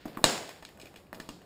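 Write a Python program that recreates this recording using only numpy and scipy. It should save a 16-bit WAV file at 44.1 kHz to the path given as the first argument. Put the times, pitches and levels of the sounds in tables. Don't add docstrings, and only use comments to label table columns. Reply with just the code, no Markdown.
import sys
import numpy as np
from scipy import signal
from scipy.fft import rfft, irfft, next_fast_len
from scipy.io import wavfile
from scipy.ndimage import uniform_filter1d, map_coordinates

SR = 44100
rng = np.random.default_rng(int(sys.argv[2]) if len(sys.argv) > 2 else 0)


def bounce(signal):
    frames = np.transpose(np.atleast_2d(signal))
    limited = np.clip(frames, -1, 1)
    pcm = np.round(limited * 32767).astype(np.int16)
    wavfile.write(sys.argv[1], SR, pcm)


N = 63945


def amp(db):
    return 10 ** (np.asarray(db) / 20)


def unit(x):
    return x / np.sqrt(np.mean(x ** 2) + 1e-20)


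def along(points, hz):
    point_hz, value = np.transpose(points)
    return np.interp(np.log(hz + 1), np.log(point_hz + 1), value)


def filtered(x, response):
    size = next_fast_len(len(x) + 8192)
    hz = np.fft.rfftfreq(size, 1 / SR)
    return irfft(rfft(x, size) * response(hz), size)[:len(x)]


def wobble(knots_per_s):
    knots = rng.standard_normal(int(N * knots_per_s / SR) + 4)
    return map_coordinates(knots, [np.arange(N) * knots_per_s / SR])


# frequency in Hz, relative density in dB per Hz.
AIR_SPECTRUM = [(15, -16), (30, -3), (60, 8), (120, 6.5), (400, 4), (1000, -6.5), (3000, -18),
                (8000, -26.5), (15000, -46), (17000, -46)]
AIR_RMS_DB = -59


def hall_air():
    noise = filtered(rng.standard_normal(N), lambda f: amp(along(AIR_SPECTRUM, f)))
    return amp(AIR_RMS_DB) * unit(noise)


GRAINS_PER_S, GRAIN_SPREAD_DB = 900, 2
GRAIN_POWER_SHARE = .4
FLUTTER_DB, FLUTTER_KNOTS_PER_S = 2, 39.15


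def rubbing(spectrum):
    hits = rng.random(N) < GRAINS_PER_S / SR
    grains = hits * rng.standard_normal(N) * amp(GRAIN_SPREAD_DB * rng.exponential(size=N))
    mix = np.sqrt(GRAIN_POWER_SHARE) * unit(grains)
    mix = mix + np.sqrt(1 - GRAIN_POWER_SHARE) * rng.standard_normal(N)
    coloured = filtered(mix, lambda f: amp(along(spectrum, f)))
    return unit(coloured * amp(FLUTTER_DB * wobble(FLUTTER_KNOTS_PER_S)))


# time in seconds, leather level in dB, cloth level in dB.
RUSTLE_LEVELS = [(0, -63, -62), (0.051, -63, -60.5), (.08, -46.5, -56.5), (0.152, -55.5, -62.5),
                 (0.211, -49, -63), (0.298, -80, -37.5), (0.602, -82, -60.5), (0.759, -58, -115),
                 (0.828, -58, -59), (.92, -62, -69.5), (0.968, -57.5, -69), (1.051, -71, -104.5),
                 (1.11, -89, -97.5), (1.17, -48.5, -87), (1.32, -95, -68), (1.45, -58.5, -72)]
# frequency in Hz, relative density in dB per Hz.
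LEATHER_SPECTRUM = [(59, -46), (100, 2), (185, 6), (639, 1.5), (698, 2.5), (2000, -17), (2600, -59),
                    (4400, -120)]
# frequency in Hz, relative density in dB per Hz.
CLOTH_SPECTRUM = [(880, -32), (1500, -0.5), (2430, -4), (4860, -8), (12000, -31), (15000, -18)]


def leather_and_cloth():
    s, leather_db, cloth_db = np.transpose(RUSTLE_LEVELS)
    t = np.arange(N) / SR
    leather = amp(np.interp(t, s, leather_db)) * rubbing(LEATHER_SPECTRUM)
    cloth = amp(np.interp(t, s, cloth_db)) * rubbing(CLOTH_SPECTRUM)
    return leather + cloth


# frequency in Hz, t60 in seconds.
HALL_T60 = [(100, 0.56), (260, .68), (700, 0.7), (1840, 0.42), (4850, 0.48), (12800, 0.58)]
# frequency in Hz, level in dB against the click's energy.
HALL_COLOUR_DB = [(60, -22), (150, -2), (300, -4), (800, -7), (2000, -9.5), (4500, -2.5), (8000, -6.5),
                  (14000, -2)]
HALL_ONSET_S = 0.0015


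def hall_tail(colour):
    hz, t, z = signal.stft(rng.standard_normal(SR), SR, nperseg=256)
    t60_s = np.clip(along(HALL_T60, hz), .1, 2)[:, None]
    x = signal.istft(z * amp(-60 * t / t60_s), SR, nperseg=256)[1]
    x = filtered(x / np.linalg.norm(x), lambda f: colour(f) * amp(along(HALL_COLOUR_DB, f)))
    return x * (1 - np.exp(-(np.arange(len(x)) / SR / HALL_ONSET_S) ** 2))


PUSH_CYCLES = 3.2
RISE_SHARE = .3


def contact(ms):
    t_ms = np.arange(4096) / SR * 1000
    ms = max(ms, .2)
    rise = 1 - np.exp(-(t_ms / (RISE_SHARE * ms)) ** 2)
    noise = rfft(rng.standard_normal(len(t_ms)) * rise * np.exp(-2 * t_ms / ms))
    noise = noise / np.sqrt(uniform_filter1d(abs(noise) ** 2, size=14))
    khz = np.fft.rfftfreq(len(t_ms), 1000 / SR)
    push = np.exp(-2j * np.pi * khz * RISE_SHARE * ms)
    rough = np.arctan((khz * ms / PUSH_CYCLES) ** 2)
    return irfft(np.sin(rough) * noise + np.cos(rough) * push) * (t_ms < 20)


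# frequency in Hz, width in Hz, base gain in dB.
BUCKLE_MODES = [(40.4, 78, 3.5), (284.6, 186, 1.5), (657, 183, -0.5), (904, 137, -3), (1104, 280, 0),
                (1520, 410, -6.5), (1763, 173, -2), (2456, 120, 0.5), (2850, 240, -0.5), (3397, 160, 0),
                (3876, 240, 0), (4270, 310, -1.5), (5060, 490, 0.5), (6380, 310, 2.5), (7820, 270, 0.5),
                (9700, 470, -31), (12040, 950, 4), (14500, 1400, -4)]
FAVOUR_DB, FAVOUR_OCTAVES = 8, .14
MODE_SCATTER_DB = 1.5


def click(colour, ms, favoured_hz):
    force = contact(ms)
    hz, width, db = np.transpose(BUCKLE_MODES)[:, :, None]
    octaves_off = np.log2(hz / favoured_hz)
    db = db + FAVOUR_DB * np.exp(-(octaves_off / FAVOUR_OCTAVES) ** 2)
    db = db + MODE_SCATTER_DB * rng.standard_normal(hz.shape)
    gain = colour(hz) * amp(db)

    def modes(f):
        resonance = 1j * f * width / (hz ** 2 - f ** 2 + 1j * f * width)
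        lowpass = (1 + 1j) / (1 + 1j * f / hz)
        return np.sum(gain * resonance * lowpass, axis=0)
    return filtered(force, modes)


CLICK_BANDS_HZ = [270, 620, 1050, 2100, 4200, 7300, 11500]
SUB_HZ, SUB_DB = 39, -6


def click_colour(band_db):
    points = list(zip([SUB_HZ] + CLICK_BANDS_HZ, [band_db[0] + SUB_DB] + band_db))
    return lambda f: amp(along(points, f))


# start in seconds, energy in dB in each of the seven bands from thud to fizz,
# contact length in ms, frequency in Hz near which modes are struck hardest.
BUCKLE_CLICKS = [(0.053, 7, 4, -12, -29, -25, -20.5, -23, 10.2, 534),
                 (0.082, 0.5, -9, -45, -45, -48, -29, -29.5, 3.6, 327),
                 (0.171, 10.5, 0, 4, -39, -37, -17, -16.5, 4.3, 1065),
                 (0.183, -4, -26, -4, -32, -33, -41, -40, 9.9, 262),
                 (0.202, -12, -28, -30, -38, -34, -41, -51, 5.7, 255),
                 (0.215, -0.5, -33, -34, -44, -49, -50, -47, 4.7, 264),
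                 (0.2413, 21.5, 24.5, 22.5, 20, 15, 18, -3, 1.2, 4000),
                 (0.491, -17, -6, -8, -4.5, -14, -12.5, -22.5, 2.75, 1206),
                 (0.6238, -7, -8.5, -12.5, -8, -23, -21, -30, 6, 890),
                 (0.6501, -19, -32, -33, -6, -14, -14.5, -35.5, 2.4, 4160),
                 (0.6893, -27, -18.5, -25, -12, -56, -30, -29, 2.4, 1810),
                 (0.7735, -46, -28, -31, -16.5, -46, -26, -33, 3.3, 2470),
                 (0.7894, -19, -11.5, -26, -52, -33, -52, -44, 1.4, 850),
                 (0.798, -22, -9, -26, -10.5, -20.5, -16.5, -29, 3.9, 2640),
                 (0.8135, -19, -13, -30, -8, -20, -19, -31, 3.5, 4440),
                 (0.8214, -32, -27, -36, -16, -29, -21, -38, 3.3, 5230),
                 (0.8323, -5, -17, -39, -20, -45, -41, -43, 1.9, 565),
                 (0.856, -19, -5.5, -31, -13.5, -23, -25, -29, 2.9, 2430),
                 (0.8698, -28, -39, -44, -16, -39, -34, -36, 2.5, 2430),
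                 (0.9416, -14.5, -7.5, -21, -17, -34, -24, -36, 1.1, 557),
                 (0.9589, -8, -13.5, -30, -6, -21, -21, -28, 5.4, 1890),
                 (0.9715, -11.5, -26, -15.5, -28, -26, -34, -38, 2.2, 3350),
                 (1.067, -18, -29, -40, -27, -40.5, -57, -42, 3.2, 2410),
                 (1.1293, -1.5, 2, -2.5, -8.5, -23, -22, -20, 1.04, 1670),
                 (1.1437, -6, -11, -20, -11, -19.5, -29, -33, 5.6, 620),
                 (1.1503, -28, -16, -24, -33, -27, -20.5, -49, 2.5, 4700),
                 (1.1995, 1, -1, -4, -5, -11, -13.5, -25, 3.4, 1850),
                 (1.2893, 5.5, -2, -3.5, -10, -9.5, -11.5, -26.5, 3.07, 2800),
                 (1.417, -26, -19, -25, -20, -34, -36, -36, 2.05, 1160)]
# delay in seconds, level in dB.
WALL_ECHOES = [(.0035, -19.5), (.0095, -13), (.017, -15.5)]


def buckles():
    out = np.zeros(N + 2 * SR)
    for start_s, *band_db, ms, favoured_hz in BUCKLE_CLICKS:
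        colour = click_colour(band_db)
        direct = click(colour, ms, favoured_hz)
        parts = [(0, direct), (0, hall_tail(colour))]
        parts += [(delay_s, amp(db) * direct) for delay_s, db in WALL_ECHOES]
        for delay_s, part in parts:
            out[round((start_s + delay_s) * SR):][:len(part)] += part
    return out[:N]


def scene():
    return (hall_air() + leather_and_cloth() + buckles())[None]


# frequency in Hz, width in Hz, depth from 0 to 1.
HOUSING_NOTCHES = [(6050, 850, .84), (12020, 800, .98)]
ROLL_HZ, ROLL_DB_PER_KHZ, TOP_HZ = 15250, 30, 16500
FULL_SCALE, KNEE = .82, 4


def record(dry):
    def colour(f):
        notch = np.prod([1 - depth * 1j * f * width / (hz * hz - f * f + 1j * f * width)
                         for hz, width, depth in HOUSING_NOTCHES], axis=0)
        roll = amp(-ROLL_DB_PER_KHZ * np.clip(f - ROLL_HZ, 0, None) / 1000)
        return notch * roll * (f < TOP_HZ)
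    saturated = dry[0] / (1 + abs(dry[0] / FULL_SCALE) ** KNEE) ** (1 / KNEE)
    return filtered(saturated, colour)[None]


dry = scene()
out = record(dry)
bounce(out)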